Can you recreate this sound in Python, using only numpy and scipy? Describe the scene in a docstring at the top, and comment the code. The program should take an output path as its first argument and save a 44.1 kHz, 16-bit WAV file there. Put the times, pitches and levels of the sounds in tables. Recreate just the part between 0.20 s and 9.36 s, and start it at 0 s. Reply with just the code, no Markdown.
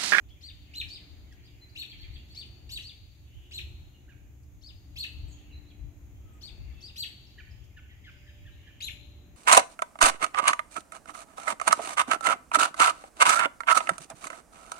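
"""A winter yard of bare trees and house walls. Sparrows chirp, one close and others further off; a larger
bird clucks a short series. Each call is two whistles at once, one from each side of the syrinx, scattered
by branches and walls. Other birds slip in plain whistles, and a few dry ticks sound. Underneath lies a
bed of light wind, far traffic, machine hum and faint hiss."""
import sys
import numpy as np
from scipy import signal
from scipy.fft import rfft, irfft, next_fast_len
from scipy.io import wavfile
from scipy.ndimage import uniform_filter1d, map_coordinates

SR = 44100
rng = np.random.default_rng(int(sys.argv[2]) if len(sys.argv) > 2 else 0)


def dump(signal):
    """Clip the signal to [-1, 1] and save it as 16-bit WAV at the path in sys.argv[1]."""
    limited = np.clip(np.atleast_2d(signal).T, -1, 1)
    pcm = np.round(limited * 32767).astype(np.int16)
    wavfile.write(sys.argv[1], SR, pcm)


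N = 403956

# Noise colours of wind, tyres, hiss and ticks: (frequency [Hz], relative density [dB])
WIND_COLOUR = [(11, -41), (18, -14), (53, 3), (70, 6), (122, -7), (145, -14.5), (170, -23), (220, -52),
               (370, -120)]
TYRE_COLOUR = [(90, -54), (150, 2), (250, -2), (340, -3), (420, -9), (540, -13.5), (750, -12),
               (1050, -19.5), (1600, -21), (2600, -18.5), (5000, -57)]
HISS_COLOUR = [(600, -4.5), (1300, 2.5), (2500, 2.5), (3800, 0.5), (5500, 1.5), (6700, 13), (8000, -2),
               (9700, -3.5), (11500, 2), (13300, 6), (15700, 1)]
TICK_COLOUR = [(2500, -22), (5000, 8), (9000, -6), (14000, -10)]
# Stereo image of the noises: (frequency [Hz], left-right correlation [ratio])
STEREO_LIKENESS = [(30, 0.022), (70, 0.66), (130, 0.84), (280, 0.86), (550, 0.1), (1200, 0.03),
                   (8000, 0.033)]
# Wind puffs on the microphone: (peak time [s], length [s], level [dB], pan L-R [dB])
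PUFFS = [(0.647, 0.15, -48, 14), (0.987, 0.46, -52.5, 7.5), (1.9, 0.32, -42, 6), (2.55, 0.16, -46, -2),
         (3.18, 0.072, -46.5, -15), (3.517, 0.4, -44, 4), (4.0, .22, -50.5, 5), (4.743, 0.13, -48.5, 15.5),
         (5.042, 0.24, -39.5, 4.5), (5.35, 0.18, -45, 6), (5.645, 0.11, -41, 16.5), (5.963, 0.42, -48.5, 0),
         (6.452, 0.38, -44.5, 10), (7.353, 0.34, -50, 11), (8.27, 0.18, -49.5, -6), (8.7, 0.16, -46.5, 4)]
# Fader rides for far tyres, the lower and higher machine, and the flock: (time [s], level [dB])
TYRE_RIDE = [(0, -72), (.25, -78), (.85, -70), (1.35, -75.5), (2.55, -71.5), (2.9, -79), (3.45, -73),
             (4.4, -77), (4.95, -71), (6, -73.5), (6.3, -69.5), (7.15, -74.5), (8.1, -76), (9.16, -71)]
LOW_MACHINE_RIDE = [(0.0, -76), (0.66, -66), (1.99, -71.5), (2.81, -78.5), (5.51, -62.5), (7.04, -78.5),
                    (9.13, -69), (9.16, -74)]
HIGH_MACHINE_RIDE = [(0, -84), (1.2, -76), (2.4, -72.5), (2.85, -95), (3.4, -65), (4.2, -93), (5.2, -81),
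                     (6.4, -73.5), (7.5, -83.5), (9.16, -79)]
FLOCK_RIDE = [(0, -73), (.4, -63), (1.1, -70), (1.9, -62), (2.8, -75.5), (3.2, -66), (4.2, -83.5),
              (5.2, -63.5), (5.8, -80), (6.5, -64.5), (7.8, -70.5), (8.5, -63), (9.16, -86)]
# Drone of a far engine: (frequency [Hz], level [dB])
ENGINE_TONES = [(71, -59.5), (97, -64), (120, -62.5), (162, -75)]
# Call shapes: (position [0-1], lower voice [Hz], upper voice [Hz], lower level [dB], upper level [dB])
CHIRP_SHAPE = [(0, 1798, 3270, -25, -18), (.1, 2834, 4790, -8.5, -18), (.2, 3604, 6200, -11, -26),
               (.3, 4160, 7110, -4.5, -17.5), (.42, 4203, 7806, -5.5, -21), (.55, 4402, 7994, 1.5, -19),
               (.66, 4208, 8030, -14.5, -34), (.76, 3805, 7300, 1, -36), (.84, 3429, 6560, -4.5, -27),
               (.91, 2457, 5200, 2.5, -24), (.95, 2480, 4440, -18, -55), (1, 1380, 3300, 9.5, -62)]
CHEEP_SHAPE = [(0, 2412, 3603, -28, -9), (.13, 3277, 6004, -13.5, -13), (.22, 4264, 7400, -5, -19),
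               (.32, 4544, 8100, 1.5, -26), (.45, 4620, 8400, -1.5, -23), (.57, 4996, 8355, -0.5, -17),
               (.66, 4425, 7700, -8.5, -50), (.74, 3753, 5560, 1.5, -29), (.82, 3454, 5130, -7.5, -52),
               (.9, 2617, 4380, -4, -52), (1, 1880, 3500, -29, -55)]
CLUCK_SHAPE = [(0, 1760, 2600, -14, -28), (.25, 1880, 3020, -3.5, -8), (.55, 1700, 2880, -3, -8.5),
               (.8, 1540, 2380, -13.5, -3), (1, 1263, 2120, -18, -20)]
# Cues for far sparrows, the answering sparrow and the larger bird: (time [s], length [s],
# lower voice top [Hz], upper voice top [Hz], gain [dB], swell [dB], pan L-R [dB], left lag [ms])
FAR_CHEEPS = [(0.083, .075, 3620, 6380, -66, -20, 0, 0), (1.212, 0.084, 4910, 8400, -63.5, 16, 0.004, .1),
              (1.654, 0.087, 4460, 7700, -55, 24.5, 0, .1), (1.773, 0.079, 4570, 7700, -54.5, 18, 0, .1),
              (1.913, 0.062, 4650, 7960, -56, 22, 0.0013, .1), (2.071, .11, 4800, 7960, -60, 12, 0, .1),
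              (5.441, 0.09, 4330, 7560, -67, 12, 0.0096, 0)]
ANSWER_CHEEPS = [(0.208, .11, 4780, 8100, -46.5, 0.11, 4, -0.38),
                 (0.68, 0.108, 4895, 8490, -42.5, 0, 2.8, -0.44),
                 (2.143, 0.1, 4767, 8200, -42.5, 0, 4.7, -0.24),
                 (2.615, 0.11, 4765, 8500, -45.5, 0.1, 3.9, -0.29),
                 (4.411, 0.11, 4874, 8240, -50.5, 1, 6.7, -.2),
                 (6.209, 0.097, 4790, 8330, -45.5, 0, 8.8, -0.079),
                 (6.602, 0.11, 4980, 8380, -47, 0, 4.3, -0.21)]
CLUCKS = [(1.110, 0.034, 1986, 3300, -56.5, 0.01, 2, 0.059), (3.878, 0.06, 1723, 2890, -57, 0, -7, 0.067),
          (7.176, 0.041, 1850, 3033, -46, 0.0061, -3.5, 0.035),
          (7.564, 0.038, 1740, 2925, -48.5, 0.0058, -2, 0.045),
          (7.686, 0.06, 2110, 3300, -55, 0.015, -1, 0.16), (7.835, 0.044, 2160, 3510, -51, 0, 4, 0.12),
          (7.866, 0.039, 1716, 2947, -46.5, 0, -2.5, 0.12), (8.062, 0.056, 1850, 3290, -53, 0.0013, 1, .1),
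          (8.252, 0.051, 1853, 3390, -53, 0, 0, 0.072), (8.459, 0.056, 1855, 3110, -55.5, 0.013, -5, 0.1)]
# Cues for the close sparrow: as above, then (upper voice gain [dB], lean [exponent])
CLOSE_CHIRPS = [(0.532, 0.093, 4305, 8000, -33.5, 6, 0.92, 0.32, -1, 1.03),
                (1.550, 0.087, 4313, 7820, -36.5, -2, 3.9, 0.16, -0.5, 1.14),
                (2.489, 0.1, 4563, 8360, -35.2, 1.5, 2.6, 0.16, 5, 0.99),
                (3.308, 0.089, 4378, 7740, -35, 3.5, 2.7, 0.15, 2.5, 1.19),
                (4.755, .095, 4504, 8300, -32.5, 3.5, 2.9, .16, 0.5, 1.1),
                (6.756, 0.093, 4554, 8090, -32, 2.5, 3.3, 0.35, 3, 1),
                (8.603, 0.095, 4097, 7220, -32.5, -7, 4.6, -0.45, 3, 0.86)]
# Reverb tail of the yard: (frequency [Hz], T60 [s])
YARD_DECAY = [(1000, 0.42), (2800, 0.94), (4500, 1.156), (7500, 0.63), (12000, 0.68)]
# EQ of the reverb, and the microphone's treble on the birds: (frequency [Hz], gain [dB])
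REVERB_EQ = [(1200, -1.5), (2700, 1.5), (3500, -1), (4400, -1), (5200, 2.5), (12000, 2)]
MICROPHONE_EQ = [(1000, -1), (7400, 0.5), (8400, -0.5), (9400, -8.5), (10400, -2), (11200, 9), (12500, 7.5),
                 (13400, -5), (16000, -3)]
# Dry ticks: (time [s], level [dB])
TICKS = [(1.124, -62), (4.232, -71), (7.44, -66), (7.915, -70)]
# Other birds' slides: (time [s], length [s], start [Hz], end [Hz], level [dB], pitch waver [ratio])
WHISTLES = [(1.4, 0.066, 4120, 3970, -54.5, 0.013), (1.49, 0.011, 4250, 4930, -60, 0.036),
            (2.988, 0.48, 3000, 2854, -68.5, 0.039), (3.716, 0.068, 3040, 2830, -66, .06),
            (5.07, 0.039, 8800, 7000, -66.5, 0.047), (5.103, 0.044, 6980, 6630, -59.5, 0.023),
            (5.289, 0.054, 3030, 2590, -60.5, 0.029), (5.309, 0.075, 3964, 4034, -58, 0.014),
            (5.919, 0.39, 1357, 1174, -71.5, 0.0089), (6.125, 0.024, 8850, 7050, -72, 0.026),
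            (6.545, 0.078, 2670, 2650, -63, 0.013), (7.058, 0.018, 4330, 5600, -66, 0.045),
            (7.304, 0.018, 5670, 4100, -62, 0.045), (7.601, .8, 4960, 4920, -79, .035)]


def amp(db):
    """Decibels to gain."""
    return 10 ** (np.asarray(db) / 20)


def unit(x):
    """x at rms 1."""
    return x / np.sqrt(np.mean(x ** 2) + 1e-20)


def along(points, hz):
    """Read a curve on a log frequency axis."""
    freqs, values = np.transpose(points)
    return np.interp(np.log(hz + 1), np.log(freqs + 1), values)


def ride(points):
    """A fader ride, one value per sample."""
    return np.interp(np.arange(N) / SR, *np.transpose(points))


def wobble(rate, size=N):
    """A smooth random curve, rate knots a second."""
    knots = rng.standard_normal(int(size * rate / SR) + 4)
    return map_coordinates(knots, [np.arange(size) * rate / SR])


def phase_of(hz):
    """Running phase of a gliding frequency."""
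    return 2 * np.pi * np.cumsum(hz) / SR


def filtered(x, response):
    """EQ x with a gain that depends on frequency."""
    size = next_fast_len(N + SR // 2)
    return irfft(rfft(x, size) * response(np.fft.rfftfreq(size, 1 / SR)), size)[..., :N]


def add(track, time, sound):
    """Mix a sound into a track at a time in seconds."""
    part = track[..., max(round(time * SR), 0):][..., :sound.shape[-1]]
    part += sound[..., :part.shape[-1]]


def pan(db):
    """Left and right gains, db apart."""
    return amp(np.array([[.5], [-.5]]) * db)


def stereo_noise(colour):
    """Coloured noise of rms 1, narrowest in the low mids."""
    def mid_side_gains(hz):
        width = np.arccos(along(STEREO_LIKENESS, hz)) / 2
        return amp(along(colour, hz)) * [np.cos(width), np.sin(width)]
    mid, side = filtered(rng.standard_normal((2, N)), mid_side_gains)
    return unit(np.array([mid + side, mid - side]))


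def wind(rumble_db=-53.8, sway_db=0.65, flutter_db=2.5, puff_edge_db=13):
    """A restless rumble; each puff swells and dies, stronger at the microphone port that faces it."""
    t = np.arange(N) / SR
    power = amp(rumble_db + sway_db * wobble(2.7) + flutter_db * np.array([wobble(14), wobble(14)])) ** 2
    for peak, length, db, pan_db in PUFFS:
        puff = amp(db - puff_edge_db * (2 * (t - peak) / length) ** 2)
        power += (pan(pan_db) * puff) ** 2
    return np.sqrt(power) * stereo_noise(WIND_COLOUR)


def traffic(trim_db=10):
    """Far tyres on the road: a dull wash that rises and falls."""
    return amp(ride(TYRE_RIDE) + trim_db) * stereo_noise(TYRE_COLOUR) * pan(0.39)


def hiss(level_db=-71.5):
    """A faint, almost steady bed of bright noise."""
    return amp(level_db + 0.65 * wobble(3.23)) * stereo_noise(HISS_COLOUR) * pan(1)


def machines(low_hz=294.6, high_hz=359.5):
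    """Two distant machines fade in and out over an engine drone that arrives from all around."""
    def tone(hz, db, drift):
        return np.sqrt(2) * amp(db + 1.43 * wobble(4)) * np.sin(phase_of(hz * (1 + drift * wobble(6))))
    octave_db = np.interp(np.arange(N) / SR, [7.7, 7.98], [-86.5, -76.5])  # swells once and stays up
    hum = tone(low_hz, ride(LOW_MACHINE_RIDE), drift=0.0028)
    hum += tone(high_hz, ride(HIGH_MACHINE_RIDE), drift=0.0019)
    hum += tone(2 * low_hz, octave_db, drift=0.0024)
    drone_mid, drone_side = [sum(tone(hz, db, drift=0.02226) for hz, db in ENGINE_TONES) for _ in range(2)]
    return pan(3.1) * (hum + amp(-0.5) * drone_mid + amp(-13) * drone_side * np.array([[1], [-1]]))


def syrinx(shape, length, low_hz, high_hz, swell_db, upper_db=0, lean=1, *, force_db, quaver):
    """Two gliding whistles; forced hard, they modulate each other into sum, difference and octave tones."""
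    def shake(rate=260):
        return wobble(rate, size=SR // 6)[:len(progress)]
    progress = np.linspace(0, 1, int(length * SR))
    knots, *columns = np.transpose(shape)
    leaned = progress ** lean  # under 1, the pitch peaks early
    low, high, low_db, high_db = [uniform_filter1d(np.interp(leaned, knots, c), 150) for c in columns]
    low_phase = phase_of(low * low_hz / low.max() * (1 + quaver * shake()))
    high_phase = phase_of(high * high_hz / high.max() * (1 + quaver / 2 * shake()))
    high_phase += 0.53 * shake(2400)  # the upper voice rasps
    low_gain = amp(low_db + 2 * shake())
    high_gain = amp(high_db + upper_db + 2 * shake())
    coupled = (low_gain * amp(-3) * np.sin(low_phase + high_phase)
               + amp(-12) * np.sin(high_phase - low_phase)
               + amp(-8) * np.sin(2 * high_phase))
    voices = low_gain * np.sin(low_phase) + high_gain * (np.sin(high_phase) + amp(force_db) * coupled)
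    return voices * amp(swell_db * (progress - .5)) * signal.windows.tukey(len(progress), .1)


def yard_reverb(x, near_db, far_db, wall_db=-20, wall_s=0.034, near_t60=0.25):
    """Wet only: branches and a wall scatter the sound at once; the street beyond adds a long tail."""
    size, slap_size = SR * 3 // 2, SR // 600
    t = np.arange(size) / SR
    near_envelope = amp(-60 * t / near_t60) * (1 - np.exp(-t / 0.001))
    near = unit(rng.standard_normal((2, size)) * near_envelope) / np.sqrt(size)
    slap = unit(rng.standard_normal((2, slap_size))) / np.sqrt(slap_size)
    add(near, wall_s, amp(wall_db) * slap)
    hz, age, bands = signal.stft(rng.standard_normal((2, size)), SR, nperseg=256)
    tail_envelope = amp(-60 * age / along(YARD_DECAY, hz)[:, None]) * (1 - np.exp(-age / 0.023))
    tail = signal.istft(bands * tail_envelope, SR, nperseg=256)[1][:, :size]
    impulse = amp(near_db) * near + amp(far_db) * unit(tail) / np.sqrt(size)
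    impulse = irfft(rfft(impulse) * amp(along(REVERB_EQ, np.fft.rfftfreq(size, 1 / SR))))
    return signal.fftconvolve(x, impulse[:, :SR * 4 // 3], axes=1)[:, :N]


def flock(count=170, spread_db=3.5):
    """Many distant birds at random moments and pitches, blurred into a chatter."""
    track = np.zeros((2, N))
    for k, (jitter, pitch, strength, side) in enumerate(rng.random((count, 4))):
        low_hz = 2300 + 1800 * pitch ** 1.3
        call = syrinx(CHEEP_SHAPE, .09, low_hz, 2 * low_hz, swell_db=0, force_db=-4, quaver=0.0513)
        add(track, (k + jitter) / count * N / SR, amp(spread_db * strength) * pan(6 * (side - .5)) * call)
    return unit(yard_reverb(track, near_db=-5.5, far_db=-5.5)) * amp(ride(FLOCK_RIDE))


def bird(shape, cues, force_db, quaver, bounce_db=-11):
    """Each call arrives directly and by a short detour, so its level wavers as it glides."""
    track = np.zeros((2, N))
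    for time, length, low_hz, high_hz, db, swell_db, pan_db, lag_ms, *voicing in cues:
        call = syrinx(shape, length, low_hz, high_hz, swell_db, *voicing, force_db=force_db, quaver=quaver)
        left, right = amp(db) * pan(pan_db) * call
        detour_s = 0.0033 * (.5 + rng.random())
        for delay, gain in (0, 1), (detour_s, amp(bounce_db)):
            add(track[0], time + delay + lag_ms / 1000, gain * left)
            add(track[1], time + delay, gain * right)
    return track


def ticks(t60=0.11):
    """Bright, twig-like ticks of noise that die at once."""
    envelope, t = np.zeros(N), np.arange(SR // 5) / SR
    for time, db in TICKS:
        add(envelope, time, amp(db - 60 * t / t60))
    return envelope * stereo_noise(TICK_COLOUR)


def whistles():
    """Other birds whistle straight, slightly unsteady slides with a single voice."""
    track = np.zeros((2, N))
    for time, length, start_hz, end_hz, db, waver in WHISTLES:
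        size = int(length * SR)
        glide = np.linspace(start_hz, end_hz, size) * (1 + waver * wobble(270)[:size])
        add(track, time, amp(db) * np.hanning(size) * np.sin(phase_of(glide)))
    return track


def scene():
    """Birds over the neighbourhood bed; the further off a bird sits, the wetter it sounds."""
    close = bird(CHIRP_SHAPE, CLOSE_CHIRPS, force_db=-4, quaver=0.0254)
    answer = bird(CHEEP_SHAPE, ANSWER_CHEEPS, force_db=-9.5, quaver=.013)
    clucks = bird(CLUCK_SHAPE, CLUCKS, force_db=-16, quaver=0.055)
    far = bird(CHEEP_SHAPE, FAR_CHEEPS, force_db=-6, quaver=0.0213) + whistles()
    birds = (close + yard_reverb(close, near_db=-2, far_db=-13, wall_db=-9.5, near_t60=0.29)
             + answer + yard_reverb(answer, near_db=-1, far_db=-10.5)
             + clucks + yard_reverb(clucks, near_db=-9.5, far_db=-3.5)
             + far + yard_reverb(far, near_db=3.5, far_db=-3.5) + flock())
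    birds = filtered(birds, lambda hz: amp(along(MICROPHONE_EQ, hz)))
    return birds + ticks() + machines() + wind() + traffic() + hiss()


def record(dry, top_hz=15750):
    """A brick-wall high cut on the whole mix."""
    return filtered(dry, lambda hz: hz < top_hz)


dry = scene()
out = record(dry)
dump(out)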